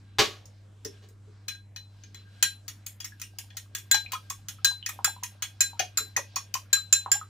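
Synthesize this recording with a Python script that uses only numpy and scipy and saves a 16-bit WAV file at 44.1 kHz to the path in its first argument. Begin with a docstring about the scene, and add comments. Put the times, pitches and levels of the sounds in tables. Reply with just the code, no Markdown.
"""Beating an egg in a small bowl

A fork beats an egg in a hand-held ceramic bowl in a small kitchen, over a low hum (steady sines), room air and
rustle (coloured noise). First something lands in the sink: a noisy rattle, a low thud and faint ringing modes.
After two dull ticks, strokes clatter on the glaze (noise bursts and short modes) and sometimes ring the rim
(pairs of long tones). The egg plops as air folds in (dying sines that rise). Dense noise echoes make the room.
"""
import sys
import numpy as np
from scipy import signal
from scipy.fft import rfft, irfft
from scipy.io import wavfile
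from scipy.ndimage import uniform_filter1d

SR = 44100
rng = np.random.default_rng(int(sys.argv[2]) if len(sys.argv) > 2 else 0)


def output_pcm(signal):
    """Save a mono or channel-first signal as 16-bit PCM at the path in sys.argv[1].

    Samples are clipped to [-1, 1] before scaling.
    """
    pcm = np.clip(np.atleast_2d(signal).T, -1, 1) * 32767
    wavfile.write(sys.argv[1], SR, np.round(pcm).astype(np.int16))


N = 321726  # samples in the scene

# In every table, t60_s is the time a sound takes to die away by 60 dB.
# Pitches of the four rim tones, two modes each: first_hz, second_hz [Hz]
# The three lowest are close pairs that beat; the two modes of the highest go together.
RIM_PITCHES = [(1593, 1612), (4043, 4075), (7221, 7250), (11040, 15470)]
# How the two modes of each rim tone ring, a pair of rows per tone: relative level_db [dB], t60_s [s]
RIM_MODES = [
    [(0, 0.19), (0, 0.19)],
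    [(-3.5, 0.25), (4, 0.035)],
    [(6.5, 0.07), (-22, 0.12)],
    [(3.5, 0.082), (14, .04)],
]
# Strength of hands, sleeves, the sliding bowl and the fork dragging through egg: time_s [s], level_db [dB]
RUSTLE_SWELL = [(0, -67.5), (.12, -73.5), (.8, -85), (.97, -66), (1.2, -85.5), (1.42, -75.5), (1.7, -100),
                (1.95, -73.5), (2.15, -68), (2.399, -62), (2.6, -75.5), (3.1, -71.5), (3.6, -72.5),
                (5.5, -69.5), (7.3, -70)]
# How alike left and right are: pitch_hz [Hz], likeness [0 unrelated, 1 the same]
STEREO_LIKENESS = [(60, 0.73), (250, 1), (500, 0.22), (1000, 0.75), (3000, 0.67), (15000, 0.7)]


def from_db(db):
    """Turns decibels into a gain."""
    return 10 ** (np.asarray(db) / 20)


def rms_one(x):
    """Scales a sound to an rms (average strength) of 1."""
    return x / np.sqrt(np.mean(x ** 2) + 1e-20)


def at_hz(points, hz):
    """Reads a table between its points, along a logarithmic pitch axis."""
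    points = np.array(points)
    return np.interp(np.log(hz), np.log(points[:, 0]), points[:, 1])


def add(out, start_s, sound):
    """Mixes a sound in at its start time, cut off at the end of the scene."""
    at = round(start_s * SR)
    out[:, at:at + sound.shape[-1]] += sound[..., :N - at]


def panned(pan_db):
    """Gives left and right gains that differ by pan_db; positive leans left."""
    return from_db(np.outer([.5, -.5], pan_db))


def at_ports(vibration, hz, pan_db):
    """A complex vibration reaches the left microphone port with a phase lead that depends on pitch."""
    # phase lead of left over right: pitch_hz [Hz], lead [radians]
    left_leads = [(20, -1.5), (600, -0.23), (1400, 1), (2070, 1.81), (3270, 1.16), (4050, -2), (5170, 4.5),
                  (6290, 8.5), (7240, 6), (16500, 9)]
    lead = np.exp(.5j * at_hz(left_leads, hz) * np.array([[1], [-1]]))
    return np.imag(panned(pan_db) * lead * vibration)


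def flicker(depth_db, rate):
    """A gain that wanders at random, aiming at `rate` new values a second."""
    knots = from_db(depth_db * rng.standard_normal(N // 1000))
    return np.interp(np.arange(N) * (rate / SR), np.arange(len(knots)), knots)


def bands(white, octaves=.6):
    """Yields (centre Hz, band of noise); neighbouring bands come from unrelated noises."""
    edges = 25 * 2 ** np.arange(0, 9.6, octaves)
    for k, (low, high) in enumerate(zip(edges, edges[1:])):
        band_filter = signal.butter(2, [low, high], "band", fs=SR, output="sos")
        yield np.sqrt(low * high), signal.sosfilt(band_filter, white[k % 2])


def stereo(mid, side, hz):
    """Shared noise plus noise of opposite sign left and right gives the likeness wanted at this pitch."""
    alike = np.clip(at_hz(STEREO_LIKENESS, hz), 0, 1)
    return np.sqrt(1 + alike) * mid + np.sqrt(1 - alike) * side * [[1], [-1]]


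def shaped(x, spectrum):
    """Colours a sound with a minimum-phase filter, which never sounds before its input."""
    hz = np.maximum(np.fft.rfftfreq(1024, 1 / SR), 1)
    # folding the cepstrum (transform of the log spectrum) onto positive times gives minimum phase
    cepstrum = irfft(at_hz(spectrum, hz) * np.log(10) / 20)
    cepstrum[1:512] *= 2
    cepstrum[513:] = 0
    response = irfft(np.exp(rfft(cepstrum)))
    return signal.fftconvolve(x, response)[None]


def ring(force, hz, t60_s):
    """A force sets off one dying mode, as a complex vibration; a unit tap gives unit height."""
    pole = from_db(-60 / (t60_s * SR)) * np.exp(2j * np.pi * hz / SR)
    return signal.lfilter([1], [1, -pole], force + 1e-18)


def chatter(spread_s, length_s, skid=0.056):
    """Uneven contacts that gather quickly and thin out, then a weaker, longer skid; unit energy."""
    t = np.arange(round(length_s * SR)) / SR / max(spread_s, 3e-4)  # time in spreads
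    sizes = rng.standard_normal(len(t)) * rng.exponential(1, len(t)) ** 1.5
    burst = sizes * np.sqrt(t) * (np.exp(-t) + skid * np.exp(-t / 3.26))
    return burst / np.linalg.norm(burst)


def hum():
    """Mains-driven sine lines that waver a little together."""
    # steady lines: pitch_hz [Hz], level_db before the wavering [dB rms]
    lines = [(42, -70.5), (100, -51), (200, -71), (300, -76)]
    t = np.arange(N) / SR
    tones = sum(np.sqrt(2) * from_db(db) * np.sin(2 * np.pi * hz * t) for hz, db in lines)
    return flicker(0.78, 6.4) * tones


def background(air_level_db=-62.5):
    """Room air and rustle: stereo noise that flickers band by band."""
    # colour of quiet room air: pitch_hz [Hz], relative level_db [dB per Hz]
    air_colour = [(20, -24), (40, -13), (70, -4.5), (130, -6), (300, -15.5), (700, -20), (1500, -26.5),
                  (3000, -33.5), (5000, -38), (8000, -32), (10000, -43), (16000, -49.5)]
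    # colour of the rustle: pitch_hz [Hz], relative level_db [dB per Hz]
    cloth_colour = [(290, -41.5), (500, -14.5), (1250, -8), (4100, 4.5), (6590, -25.5), (7480, -19.5),
                    (9340, -31), (14000, -25)]
    swell = from_db(np.interp(np.arange(N) / SR, *np.transpose(RUSTLE_SWELL)))
    air, cloth = 0, 0
    for hz, (mid, side) in bands(rng.standard_normal((2, 2, N))):
        band = flicker(3.6, 8.7) * stereo(mid, side, hz)
        air = air + from_db(at_hz(air_colour, hz)) * band
        cloth = cloth + from_db(at_hz(cloth_colour, hz)) * band
    return from_db(air_level_db) * rms_one(air) + swell * flicker(2, 20) * rms_one(cloth)


def rub():
    """Fingers and fork sliding on the glaze keep the two lowest rim tones whispering."""
    # how strongly sliding drives rim tones 1 and 2: drive_db [dB]
    drives_db = [-26, -31.5]
    swell = from_db(np.interp(np.arange(N) / SR, *np.transpose(RUSTLE_SWELL)))
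    force = swell * flicker(1.8, 14) * rng.standard_normal(N)
    whisper = 0
    for pitches, modes, drive_db in zip(RIM_PITCHES, RIM_MODES, drives_db):
        hz, (mode_db, t60_s) = pitches[0], modes[0]  # only the first mode of each pair
        whisper = whisper + at_ports(from_db(drive_db + mode_db) * ring(force, hz, t60_s), hz, 0)
    return whisper


def knocks(crack_db=29.5):
    """Knocks of sink, worktop and hands: a rattle over a low thud; the steel sink sings on faintly."""
    # knocks: start_s [s], rattle_db [dB drive], thud_db [dB drive], spread_s of the contacts [s]
    knock_times = [(0.185, -6.5, -26, 0.014), (0.851, -45, -39, 0.0068), (1.021, -49, -58, 0.016),
                   (1.101, -69, -61, 0.011), (1.27, -80, -57, 0.013), (5.998, -50, -47.5, 0.012),
                   (6.168, -47, -54, 0.0069), (7.138, -33, -60.5, 0.0048)]
    # colour of the rattle: pitch_hz [Hz], relative level_db [dB per Hz]
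    rattle_colour = [(350, -33), (600, -5.5), (1020, -6), (1140, 4.5), (1340, -8), (1440, -6), (4010, -4),
                     (6700, -12), (8960, -26.5), (15200, -26), (16500, -40)]
    # modes of the low thud: pitch_hz [Hz], relative level_db [dB], t60_s [s]
    thud_modes = [(155.7, -7.5, 0.051), (307, -11.5, 0.034), (371, -0.5, 0.068), (414, 4, 0.057)]
    # modes of the singing sink: pitch_hz [Hz], relative level_db [dB], t60_s [s]
    sink_modes = [(2330, -58, .8), (2650, -62, 1.2), (3150, -57, 1.5), (3550, -64, 1.2), (5620, -50, .3)]
    out = np.zeros((2, N))
    for start_s, rattle_db, thud_db, spread_s in knock_times:
        force = chatter(spread_s, .66)
        add(out, start_s, from_db(rattle_db + crack_db) * shaped(force, rattle_colour))
        for modes, drive_db in (thud_modes, thud_db), (sink_modes, rattle_db):
            for hz, mode_db, t60_s in modes:
                vibration = from_db(drive_db + mode_db) * ring(force, hz, t60_s)
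                add(out, start_s, at_ports(vibration, hz, 0))
    return out


def strokes(usual_spread_s=0.0026, bowl_pan_db=3):
    """Lists every stroke or tick in time order: start, clatter, lows, highs, four rim tones, spread and pan."""
    # strokes and ticks that hardly ring the rim, the first two dull and narrow in pitch:
    # start_s [s], clatter_db [dB drive], extra lows_db [dB], extra highs_db [dB]
    plain_strokes = [(0.4551, -43, -21, -12), (0.8484, -24, -18, -17), (1.087, -56, -13, -1),
                     (2.036, -46.5, -1.5, -24), (2.6802, -26.5, -8.5, -8.5), (2.863, -32.5, -6.5, 1.5),
                     (3.0023, -29, -7.5, -12), (3.0436, -28.5, -7, -6.5), (3.1976, -39, -5, -9),
                     (3.2159, -26.5, -9.5, -7.5), (3.3856, -28, -6.5, -3.5), (3.504, -54.5, 6, -12),
                     (3.5686, -25.5, -9.5, -6.5), (3.7491, -21, -9, -9), (3.782, -37, -5, -3),
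                     (4.1191, -30, 1.5, 0.5), (4.1319, -31.5, -0.5, -9), (4.2988, -25, -10, -6),
                     (4.4845, -25.5, -7.5, -6.5), (4.8615, -18, -15, -15.5), (4.8889, -30, -2.5, 0.5),
                     (5.234, -25, -7, -1.5), (5.4223, -20.5, -5, -7.5), (5.7929, -20, 0, -13),
                     (5.8, -28, -3, -10), (6.165, -14.5, -11.5, -14), (6.3586, -16.5, -12.5, -14),
                     (6.5398, -18.5, -8, -9)]
    # strokes that catch the free rim: the same four columns, then tone1_db to tone4_db of the rim [dB]
    rim_strokes = [(1.4813, -24.5, -6.5, -11, -41, -30.5, -49, -43),
                   (1.5472, -48, -5, -17, -49.5, -44.5, -70, -70),
                   (1.761, -31.5, -8, -17.5, -67, -37, -56, -54), (2.145, -43, 0, -8, -74, -44.5, -50, -61),
                   (2.426, -10, -6.5, -9, -25.5, -22, -18, -22.5),
                   (3.9124, -15, -7, -3, -25, -13, -15, -32.5),
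                   (3.9428, -15.5, -5, -17.5, -27.5, -30, -29, -47),
                   (4.6458, -9, -12.5, -9.5, -23, -14, -23.5, -30),
                   (5.0445, -13, -7, -4.5, -30, -27.5, -19.5, -32),
                   (5.6059, -11.5, -12, -8, -29, -22.5, -14.5, -51.5),
                   (5.9726, -15, -11, -9.5, -38, -25.5, -20.5, -55),
                   (6.7291, -15, -7.5, -6, -27.5, -18, -14, -39),
                   (6.9255, -12, -11.5, -6, -29, -18, -10, -45),
                   (7.116, -14.5, -9, -6.5, -30, -35, -12, -36)]
    # how faintly a plain stroke rings the rim: tone1_db to tone4_db relative to its clatter [dB]
    plain_to_rim_db = [-37, -44, -28.5, -22.5]
    plain = [(*row, *(row[1] + np.array(plain_to_rim_db))) for row in plain_strokes]
    rows = np.array(sorted(plain + rim_strokes))
    skid, side = rng.standard_normal((len(rows), 2)).T  # skid and side vary by chance
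    return np.column_stack([rows, usual_spread_s * 1.4 ** skid, bowl_pan_db + 1.5 * side])


def clatter(hits, crack_db=26.0, tines_db=-4.0, low_hz=3800, high_hz=7500):
    """Contacts land and skid one after another: a crack, and short modes struck unevenly."""
    # short modes of tines and hand-damped bowl floor: pitch_hz [Hz], relative level_db [dB], t60_s [s]
    tine_modes = [(1865, -2.5, 0.041), (2498, -1.5, 0.057), (3412, -1.5, 0.038), (4475, -6.5, 0.0071),
                  (4890, -4.5, 0.03), (5399, -1, 0.008), (6440, 4.5, 0.014), (7470, -1.5, 0.019),
                  (8800, -6.5, 0.033), (12360, -2.5, 0.035)]
    # colour of the crack: pitch_hz [Hz], relative level_db [dB per Hz]
    crack_colour = [(400, -76), (900, -8), (1700, 0), (3400, 0), (6600, -1.5), (8000, -7.5), (13000, -10),
                    (15400, 3.5), (16000, -41), (16900, -35)]
    out = np.zeros((2, N))
    for start_s, level_db, low_db, high_db, *_, spread_s, pan_db in hits:
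        # extra level below low_hz and above high_hz
        tilt = np.array([(.9 * low_hz, low_db), (low_hz, 0), (high_hz, 0), (0.99 * high_hz, high_db)])
        force = from_db(level_db) * chatter(spread_s, .08)
        colour = [(hz, db + at_hz(tilt, hz)) for hz, db in crack_colour]
        add(out, start_s, panned(pan_db) * from_db(crack_db) * shaped(force, colour))
        chances = rng.standard_normal((len(tine_modes), 2))
        for (hz, mode_db, t60_s), (uneven, off) in zip(tine_modes, chances):
            share_db = mode_db + tines_db + 2.5 * uneven + at_hz(tilt, hz)
            varied_hz = hz * (1 + .012 * off)  # each mode's pitch varies a little by chance
            add(out, start_s, at_ports(from_db(share_db) * ring(force, varied_hz, t60_s), hz, pan_db))
    return out


def rim(hits, push_s=.002, damp_s=.008):
    """Long bowl tones swell over a few milliseconds, ring in beating pairs, and are soon damped."""
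    out, t = np.zeros((2, N)), np.arange(SR // 4) / SR
    times = np.append(hits[:, 0], np.inf)
    tones = []
    for pitches, modes in zip(RIM_PITCHES, RIM_MODES):
        tones.append([(hz, from_db(mode_db - 60 * t / t60_s) * np.exp(2j * np.pi * hz * t))
                      for hz, (mode_db, t60_s) in zip(pitches, modes)])
    for start_s, _, _, _, *tones_db, _, pan_db in hits:
        # damped at the first stroke over 0.16 s later, or after 0.2 s at most
        damped_after_s = min(times[times > start_s + .16][0] - start_s, .2)
        shape = (1 - np.exp(-t / push_s)) * np.exp(-np.maximum(t - damped_after_s, 0) / damp_s)
        for pair, tone_db in zip(tones, tones_db):
            for hz, mode in pair:
                # one blow starts both modes nearly in step
                start = from_db(tone_db) * np.exp(1j * rng.normal(0, .5))
                add(out, start_s, shape * at_ports(start * mode, hz, pan_db))
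    return out


def egg(rise=2.6, swell_s=0.00068):
    """Each pocket of air is a dying sine that rises, in octaves per second, as it shrinks; froth adds small ones."""
    # air pockets closing in the egg: start_s [s], level_db [dB], starting pitch_hz [Hz], t60_s [s]
    plops = [(3.121, -39, 1670, 0.025), (3.238, -31, 2780, 0.012), (3.944, -24.5, 856, 0.077),
             (4.0619, -25.5, 2440, 0.017), (4.133, -24.5, 1020, 0.067), (4.151, -27.5, 1258, .051),
             (4.306, -28, 1090, 0.031), (4.586, -43, 1290, 0.025), (4.671, -34, 1120, .022),
             (4.714, -33.5, 974, .023), (4.8273, -22.5, 3030, 0.0096), (4.863, -21, 1850, .015),
             (4.892, -25, 1224, 0.014), (4.99, -22, 920, .012), (5.047, -16.5, 1280, 0.016),
             (5.077, -26, 858, 0.034), (5.164, -37.5, 963, 0.032), (5.228, -32, 973, .052),
             (5.732, -37, 900, 0.046), (5.8, -19.5, 712, 0.044), (5.829, -30, 720, 0.024),
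             (5.982, -17, 1344, .012), (6.1636, -13, 1910, 0.028), (6.175, -13, 1006, 0.0095),
             (6.19, -32.5, 556, 0.051), (6.366, -18.5, 1087, 0.02), (6.5415, -22, 2410, 0.035),
             (6.553, -22, 1032, 0.043), (6.772, -31, 1245, 0.019), (7.061, -16, 1017, 0.013),
             (7.084, -37, 836, 0.06), (7.154, -35.5, 832, 0.11), (7.213, -27.5, 1242, 0.029)]
    froth_from_s, froth_per_s, softest_froth_db = 3.2, 41, -65.5
    froth_cycles = 19  # a small bubble dies away by 60 dB in this many cycles of its starting pitch
    out, t = np.zeros((2, N)), np.arange(SR // 10) / SR
    when, pitch, size = rng.random((3, 400))
    froth_s = froth_from_s + np.cumsum(-np.log(when) / froth_per_s)  # random gaps between bubbles
    froth_hz = 600 * 5.0 ** pitch
    froth_db = softest_froth_db - 6.5 * np.log(np.maximum(size, .1))
    froth = zip(froth_s, froth_db, froth_hz, froth_cycles / froth_hz)
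    for start_s, level_db, hz, t60_s in plops + [row for row in froth if row[0] < N / SR]:
        bend = rise * rng.uniform(.2, 1.8)  # how fast each plop rises varies by chance
        turns = np.cumsum(hz * 2 ** (bend * t)) / SR
        height = from_db(level_db - 60 * t / t60_s) * (1 - np.exp(-t / swell_s))
        add(out, start_s, at_ports(height * np.exp(2j * np.pi * turns), hz, -0.74))
    return out


def kitchen(x, first_s=0.0024):
    """Walls return dense echoes that die band by band, more alike at both sides where the likeness is high."""
    # how long echoes last: pitch_hz [Hz], t60_s [s]
    echo_times = [(300, 0.23), (1000, 0.11), (3000, 0.2), (8000, 0.16), (16000, 0.3)]
    t, tail = np.arange(SR // 2) / SR, 0
    for hz, (mid, side) in bands(rng.standard_normal((2, 2, len(t)))):
        fade = from_db(-60 * t / at_hz(echo_times, hz))
        tail = tail + stereo(mid, side, hz) * fade * (t > first_s)
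    tail = tail / np.linalg.norm(tail, axis=1, keepdims=True)
    return signal.fftconvolve(x.mean(axis=0, keepdims=True), tail, axes=1)[:, :N]


def scene(room_db=-2, rim_room_db=-4.5):
    """Adds up near sounds, their echoes, and the background."""
    hits = strokes()
    tones = rim(hits) + rub()
    near = clatter(hits) + egg() + knocks()
    # the long tones reach the walls more weakly than the clatter
    echoes = from_db(room_db) * kitchen(near + from_db(rim_room_db) * tones)
    return tones + near + echoes + background() + hum()


def record(dry, smooth_s=0.047, cutoff_hz=16700):
    """Gain control turns down after loud hits and creeps back; the top is cut."""
    loud_db, squeeze = -20, 0.053  # threshold, and dB of cut per dB above it
    release_db_per_s = 54.5  # how fast the held loudness falls
    power = uniform_filter1d(np.mean(dry ** 2, axis=0), size=400, origin=199)  # over the last 400 samples
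    level_db = 10 * np.log10(power + 1e-12)
    ramp = release_db_per_s * np.arange(N) / SR
    held_db = np.maximum.accumulate(level_db + ramp) - ramp  # jumps up at once, falls steadily
    keep = np.exp(-1 / (smooth_s * SR))
    cut_db = signal.lfilter([1 - keep], [1, -keep], squeeze * np.maximum(held_db - loud_db, 0))
    low_pass = signal.ellip(10, .3, 60, cutoff_hz, fs=SR, output="sos")
    return signal.sosfilt(low_pass, dry * from_db(-cut_db))


dry = scene()
out = record(dry)
output_pcm(out)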